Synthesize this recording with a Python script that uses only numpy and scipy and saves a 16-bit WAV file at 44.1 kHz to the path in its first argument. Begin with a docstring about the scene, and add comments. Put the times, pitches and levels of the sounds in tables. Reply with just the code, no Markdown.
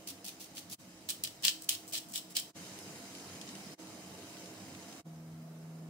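"""Spices are added to a pot in a home kitchen, in five shots joined by short fades.
Room rumble, an extractor fan's hum and a soft sizzle run throughout. A hand mill is twisted at once,
a second, louder one from 1.1 s: seeds crunch and crack under the burr and ring the hollow body.
From 2.5 s the mills rest and the pot sizzles louder, with bubbles of fat popping.
At 5 s the sizzle drops back and a deeper motor drones."""
import sys
import numpy as np
from scipy import signal
from scipy.io import wavfile
from scipy.ndimage import uniform_filter1d

SR = 44100
rng = np.random.default_rng(int(sys.argv[2]) if len(sys.argv) > 2 else 0)


def dump_mix(stems):
    """Bounce the given channels to the path in sys.argv[1] as a 16-bit WAV at rate SR."""
    frames = np.atleast_2d(stems).T  # one column per channel
    limited = np.clip(frames, -1, 1)  # hard clip at full scale
    pcm = np.round(limited * 32767).astype(np.int16)
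    wavfile.write(sys.argv[1], SR, pcm)


N = 259749
T = np.arange(N) / SR


def gain_of(db):
    return 10 ** (np.asarray(db) / 20)


def unit_rms(x):
    return x / np.sqrt(np.mean(x ** 2) + 1e-20)


def curve_at(points, hz):
    f, value = np.transpose(points)
    return np.interp(np.log(hz + 1), np.log(f + 1), value)


def peaks_db(modes, hz):
    return sum(db / (1 + (2 * (hz - f) / width) ** 2) for f, width, db in modes)


def wander(rate_hz):
    """Slow random drift up to rate_hz, unit RMS."""
    hz = np.geomspace(0.0454 * rate_hz, rate_hz, num=16)[:, None]
    coarse = np.sin(2 * np.pi * (hz * T[::64] + rng.random(hz.shape))).sum(axis=0)
    return np.interp(T, T[::64], unit_rms(coarse))


def diffuse(colour, size, patchy_db, spacing_m=0.089, balance=((0, 0), (1, 0))):
    """Patchy noise from all sides: two microphones agree only on long waves."""
    hz = np.fft.rfftfreq(size, 1 / SR)
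    a, b, c, d, patches = rng.standard_normal((4 * N // size + 5, len(hz), 5)).T
    patches = unit_rms(uniform_filter1d(uniform_filter1d(patches, size=10, axis=0), size=6, axis=1))
    coherence = np.sinc(2 * hz * spacing_m / 343)[:, None]
    left = a + 1j * b
    spectra = np.array([left, coherence * left + np.sqrt(1 - coherence ** 2) * (c + 1j * d)])
    side_db = np.multiply.outer([.5, -.5], curve_at(balance, hz))
    spectra *= gain_of((colour(hz) + side_db)[..., None] + patchy_db * patches)
    return unit_rms(signal.istft(spectra, nperseg=size, noverlap=3 * size // 4)[1][:, :N])


def coloured(x, colour):
    """Minimum-phase, unit-energy filter shaped by colour(hz) in dB."""
    hz = abs(np.fft.fftfreq(4096, 1 / SR))
    log_gain = np.log(gain_of(np.maximum(colour(hz), -100)))
    taps = np.fft.ifft(np.exp(np.conj(signal.hilbert(log_gain)))).real[:2048]
    return signal.oaconvolve(x, taps[None] / np.linalg.norm(taps), axes=1)[:, :N]


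# Each row: shot start in seconds, then rumble, fan and sizzle levels in dB.
SHOTS = [(0, -57.5, -62, -61), (.771, -58.5, -63, -60.5), (2.533, -52, -59, -53),
         (3.766, -52.5, -58, -55.5), (5.032, -57.5, -64, -68)]

def shot_gain(layer):
    rows = np.array(SHOTS)
    column = 1 + ["rumble", "fan", "sizzle"].index(layer)
    return gain_of(rows[np.searchsorted(rows[1:, 0], T), column])


# Each row: frequency in Hz, spectral density in dB.
RUMBLE_SPECTRUM = [(40, -54), (85, -30), (96, -12.5), (200, -4.5), (312, -4.5), (370, -5), (600, -8.5),
                   (820, -11), (1300, -14), (1600, -18.5), (2500, -21.5), (4000, -30.5)]
# Each row: frequency in Hz, left minus right in dB.
RUMBLE_BALANCE = [(60, 5), (110, -1.5), (200, -2), (380, 0.5), (700, -9.5), (1290, -2), (2380, 2.5),
                  (4400, -9), (8120, 7), (15000, -2)]
# Each row: centre in Hz, width in Hz, boost in dB.
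ROOM_MODES = [(96.3, 12, 13), (140, 9.4, 8), (185.8, 19.3, 12), (229.8, 5.2, 8.5), (276, 44, 5.5),
              (504, 14, 4.5)]

def room_rumble():
    """Rumble gathers in the room's low modes."""
    colour = lambda hz: curve_at(RUMBLE_SPECTRUM, hz) + peaks_db(ROOM_MODES, hz)
    return shot_gain("rumble") * diffuse(colour, size=4096, patchy_db=1.75, balance=RUMBLE_BALANCE)


def motor_tone(hz, db, waver_db):
    """A steady pitch whose level wavers."""
    level = np.sqrt(2) * gain_of(db + waver_db * wander(rate_hz=6))
    return level * np.sin(2 * np.pi * (hz * T + rng.random()))


def extractor_fan():
    """The fan hums on three tones, louder on the right."""
    hum = motor_tone(317.8, -2.5, 2.73) + motor_tone(635.7, -13, 2) + motor_tone(689.8, -8.5, 2.7)
    return shot_gain("fan") * hum * gain_of([[-2.5], [1.5]])


# Each row: frequency in Hz, spectral density in dB.
SIZZLE_SPECTRUM = [(600, -24), (900, -17), (1600, -2.5), (3000, -1.5), (5000, -2), (7500, -3),
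                   (10000, -6.5), (12500, -12.5), (15800, -12.5)]
# Resonances that colour the sizzle. Each row: centre in Hz, width in Hz, gain in dB.
SIZZLE_MODES = [(2114, 84, 3.5), (3070, 150, 2), (3460, 200, -11), (3800, 200, 3), (4460, 250, -3.5),
                (5040, 330, 5), (6300, 980, 4)]

def sizzle(bursts_per_s=400):
    """Hot food gives a fine hiss and a spatter of tiny bursts. Both are heard with the same colour: a lift near
    5 kHz and a dip near 3.5 kHz."""
    colour = lambda hz: curve_at(SIZZLE_SPECTRUM, hz) + peaks_db(SIZZLE_MODES, hz)
    hiss = diffuse(colour, size=1024, patchy_db=2.0)
    bursts = gain_of(1.5 * np.minimum(rng.exponential(1, N), 4)) * (rng.random(N) < bursts_per_s / SR)
    puff = rng.standard_normal((2, 400)) * gain_of(-60 * T[:400] / 0.0053)
    spatter = unit_rms(coloured(signal.oaconvolve(bursts[None], puff, axes=1), colour))
    return shot_gain("sizzle") * gain_of(0.45 * wander(rate_hz=6.6)) * (hiss + gain_of(-7) * spatter)


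# Each row: start, rise and hold in seconds, peak drive in dB, low and treble offsets in dB.
TWISTS = [(0.071, .003, 0.04, -47, -0.5, 5), (0.243, 0.046, .003, -48.5, 2, 5),
          (0.397, 0.011, 0.054, -52.5, -1, 6), (0.55, 0.035, .008, -47.5, -1, 3.5),
          (0.696, 0.037, .012, -44.5, -6, 2), (1.087, 0.015, 0.0027, -38.5, 0, 6),
          (1.235, 0.012, 0.0028, -36.5, -3, -2), (1.432, 0.025, 0.047, -33.5, 2.5, 0.5),
          (1.688, 0.0014, 0.062, -33.5, -1.5, 1), (1.922, 0.023, 0.039, -37.5, 0, 2.5),
          (2.132, 0.03, 0.025, -39, -3, 1.5), (2.35, 0.016, 0.029, -34, -1.5, -1)]

def twists(bite_db=-10, sag_db_per_s=-170, let_go_s=0.015, let_go_db=-11.5,
           trickle_s=0.055, trickle_db=-12.5):
    """Grit envelopes: the burr bites, peaks, the wrist slackens and lets go, crumbs trickle."""
    for start, rise, hold, db, low_db, treble_db in TWISTS:
        times = start + np.cumsum(np.maximum([0, rise, hold, let_go_s, trickle_s], 1e-4))
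        middle = db + np.cumsum([bite_db, -bite_db, sag_db_per_s * hold, let_go_db, trickle_db])
        low = middle + low_db + [-3.5, 0, 0, 0, 0]  # the low ring needs full load
        treble = middle + treble_db + [0, 0, 0, 0, -4]  # the trickle goes dull
        yield times, [low, middle, treble]


def grit(band_db=(0.5, -8, 0)):
    """Seeds give way in clumps: noise that drives the mill's low, middle and treble bands."""
    bands = np.zeros((3, 2, N))
    clumps = gain_of(1.9 * unit_rms(uniform_filter1d(rng.standard_normal(N), size=90)))
    noise = unit_rms(clumps * rng.standard_normal(bands.shape)) * gain_of(band_db)[:, None, None]
    ticks = unit_rms(uniform_filter1d(rng.standard_normal(N), size=200))
    for envelopes, ticks_db in [(twists(), 0), (rustles(), 5)]:  # loose seeds tick more unevenly
        for times, levels_db in envelopes:
            gate = np.clip(np.minimum((T - times[0]) / 0.00039, (times[-1] - T) / 0.0027), 0, 1)
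            gains = gain_of([np.interp(T, times, db) + ticks_db * ticks for db in levels_db])
            bands += gate * gains[:, None] * noise
    return bands


# Each row: start in seconds, drive in dB, low and treble offsets in dB on top of band_db.
CRACKS = [(0.0741, -39, -11, -1), (0.0886, -43, -6, -1), (0.1024, -40, -6, 0), (0.244, -39, -15, -4),
          (0.2506, -38.5, -8, -5), (0.263, -39, -11, -1), (0.2825, -41, -5, 0), (0.4077, -46, -10, -9),
          (0.443, -42, -8, -7), (0.5696, -43, 1, -6), (0.58, -38, -2, -15), (0.6988, -44, -13, -2),
          (0.712, -43, -7, -4), (0.7277, -45, -12, 1), (1.0893, -30.5, -1.5, -3.5), (1.1026, -33, -3, 3.5),
          (1.2369, -21.5, -14.5, -6.5), (1.2735, -35.5, -5, -9), (1.424, -43, -3, 2),
          (1.4406, -32.5, 5, -11), (1.4498, -22.5, 3, -0.5), (1.461, -32, -8, -6), (1.4692, -29, -9, 1),
          (1.481, -16.5, -3.5, -16), (1.4915, -22, -13, -11), (1.6912, -20, -6.5, 1), (1.714, -38, -2, -9),
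          (1.7496, -35, -12, -11), (1.9254, -38, -10, -13), (1.9338, -27, -14, -8), (1.9518, -30, -2, -9),
          (1.9776, -37, -1, 0), (2.137, -34.5, -8, -5), (2.1574, -27.5, -4.5, -4),
          (2.1774, -28.5, -13, -7.5), (2.353, -40, -16, -9), (2.3678, -23.5, -3, 0.5), (2.398, -33, -9, -1)]

def cracks(t60_s=0.03, band_db=(6.5, 0, 10)):
    """A seed's shell snaps, then crumbles, driving the same three bands."""
    bands, t = np.zeros((3, 2, N)), T[:2500]
    snap = 1 + 0.67 * gain_of(-60 * t / 0.0083)
    envelope = snap * gain_of(-60 * t / t60_s) * np.minimum(t / 0.00066, 1)
    for start, db, low_db, treble_db in CRACKS:
        crack = envelope * rng.standard_normal((3, 2, len(t)))
        crack /= abs(crack).max(axis=2, keepdims=True)
        gains = gain_of(db + np.add(band_db, [low_db, 0, treble_db]))
        bands[..., round(start * SR):][..., :len(t)] += gains[:, None, None] * crack
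    return bands


# Each row: frequency in Hz, spectral density in dB.
CRUNCH_SPECTRUM = [(300, -27), (620, -20.5), (1000, -23.5), (1500, -20.5), (2100, -13.5), (2600, -5),
                   (3100, -4), (5000, 0), (6600, -2), (8000, -2.5), (10800, -6), (13000, -9.5), (15800, -3)]

def mill_body(bands, modes, low_hz=4400, treble_hz=7000):
    """The hollow body's resonances colour the three bands of the drive."""
    colour = lambda hz: curve_at(CRUNCH_SPECTRUM, hz) + peaks_db(modes, hz)
    cut_db = lambda ratio: 10 * np.log10(1 + ratio ** 6)
    low = coloured(bands[0], lambda hz: colour(hz) - cut_db(hz / low_hz))
    middle = coloured(bands[1], lambda hz: colour(hz) - cut_db(low_hz / (hz + 1)) - cut_db(hz / treble_hz))
    treble = coloured(bands[2], lambda hz: colour(hz) - cut_db(treble_hz / (hz + 1)))
    return low + middle + treble


# Body resonances. Each row: centre in Hz, width in Hz, gain in dB.
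SALT_MILL_MODES = [(4550, 180, 2.5), (5800, 130, 5), (6390, 150, 4), (8600, 220, 4), (9900, 300, 5),
                   (12700, 650, 5)]
PEPPER_MILL_MODES = [(1800, 110, 6.5), (2220, 120, -1), (2970, 110, 5.5), (3140, 80, 9), (3400, 92, 5),
                     (3750, 170, 0.5), (3994, 99, 3.5), (4240, 100, 4), (4910, 170, 2.5), (5460, 180, 4),
                     (7750, 300, 4), (8160, 400, 3.5)]

def mills():
    """Grit and cracks ring the salt mill in the first shot, the pepper mill after it."""
    drive = grit() + cracks()
    first = T < SHOTS[1][0]
    return mill_body(drive * first, SALT_MILL_MODES) + mill_body(drive * ~first, PEPPER_MILL_MODES)


def wall_echoes(x):
    """Hard walls return sparse echoes; the treble rings longest."""
    taps = np.zeros((2, SR // 2))
    arrivals = np.arange(100, SR // 2 - 20, 20) + rng.integers(0, 20, (2, (SR // 2 - 101) // 20))
    np.put_along_axis(taps, arrivals, rng.choice([-1., 1.], arrivals.shape), axis=1)
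    hz, t, spectra = signal.stft(taps, SR, nperseg=256)
    t60_s = curve_at([(1000, 0.17), (4000, 0.31), (15000, 0.34)], hz)[:, None]
    tail = signal.istft(spectra * gain_of(-60 * t / t60_s), SR, nperseg=256)[1]
    return signal.fftconvolve(x.mean(axis=0)[None], tail / np.linalg.norm(tail[0]), axes=1)[:, :N]


# Each row: start in seconds, length in seconds, drive in dB.
RUSTLES = [(1.612, 0.043, -61), (1.87, .047, -60.5), (2.086, 0.042, -57.5), (2.298, 0.029, -60.5)]

def rustles(swell_db=2, low_db=-18, treble_db=6):
    """Grit envelopes: the hand turns back and loose seeds shuffle, thin and bright."""
    for start, length, db in RUSTLES:
        middle = db + np.array([0, swell_db])
        yield [start, start + length], [middle + low_db, middle, middle + treble_db]


# Each row: start in seconds, level in dB, pitch in Hz.
KNOCKS = [(1.934, -45.5, 677)]

def knocks(rise_s=0.0038, t60_s=0.083):
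    """The mill's head knocks with a short hollow ring."""
    out, t = np.zeros(N), T[:4000]
    for start, db, hz in KNOCKS:
        envelope = gain_of(db - 60 * t / t60_s) * np.minimum(t / rise_s, 1)
        out[round(start * SR):][:len(t)] += envelope * np.sin(2 * np.pi * hz * t)
    return out


# Each row: start in seconds, level in dB, nominal pitch in Hz.
FAT_POPS = [(2.789, -36, 7500), (3.1512, -36.5, 5700), (3.1994, -40, 5210), (3.3566, -42, 5840),
            (3.414, -33, 5840), (3.4762, -39.5, 4960), (3.4902, -34.5, 5000), (3.553, -36.5, 4860),
            (4.19, -44, 4870), (4.369, -41.5, 3820), (4.459, -39, 5330), (4.7495, -39.5, 3240),
            (4.9264, -41, 4860)]

def fat_pops(tick_t60_s=0.006, fizz_t60_s=0.05):
    """Larger bubbles of fat burst: a tick, then a fizz."""
    out, t = np.zeros((2, N)), T[:1200]
    envelope = gain_of(-6 - 60 * t / tick_t60_s) + gain_of(-14 - 60 * t / fizz_t60_s)
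    for start, db, hz in FAT_POPS:
        band = signal.butter(2, [.4 * hz, 1.4 * hz], "bandpass", fs=SR)
        puff = unit_rms(signal.lfilter(*band, rng.standard_normal((2, len(t)))))
        out[:, round(start * SR):][:, :len(t)] += gain_of(db) * envelope * puff
    return out


def motor_drone():
    """A deeper motor sounds two tones in the last shot."""
    return (T > SHOTS[-1][0]) * (motor_tone(161.2, -49, 0.67) + motor_tone(239.7, -63.5, 2.6))


def scene():
    grinding = mills()
    spices = grinding + gain_of(-8) * wall_echoes(grinding) + knocks()
    return spices + sizzle() + fat_pops() + room_rumble() + extractor_fan() + motor_drone()


# Microphone self-noise. Each row: frequency in Hz, spectral density in dB.
MIC_NOISE = [(20, -28), (100, -9.5), (1000, -25), (5000, -27), (16000, -29)]

def record(dry):
    """The microphones add their own noise; each cut fades almost to silence and back; a low-pass ends it."""
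    noise = diffuse(lambda hz: curve_at(MIC_NOISE, hz), size=2048, patchy_db=5.0, spacing_m=1.4)
    to_cut_s = np.min([abs(T - shot[0]) for shot in SHOTS[1:]], axis=0)
    fade = gain_of(-24) + np.sin(np.pi / 2 * np.clip((to_cut_s - .006) / 0.03, 0, 1)) ** 2.6
    lowpass = signal.firwin(511, cutoff=15760, window=("kaiser", 9), fs=SR)
    return signal.oaconvolve((dry + gain_of(-69) * noise) * fade, lowpass[None], "same")


dry = scene()
out = record(dry)
dump_mix(out)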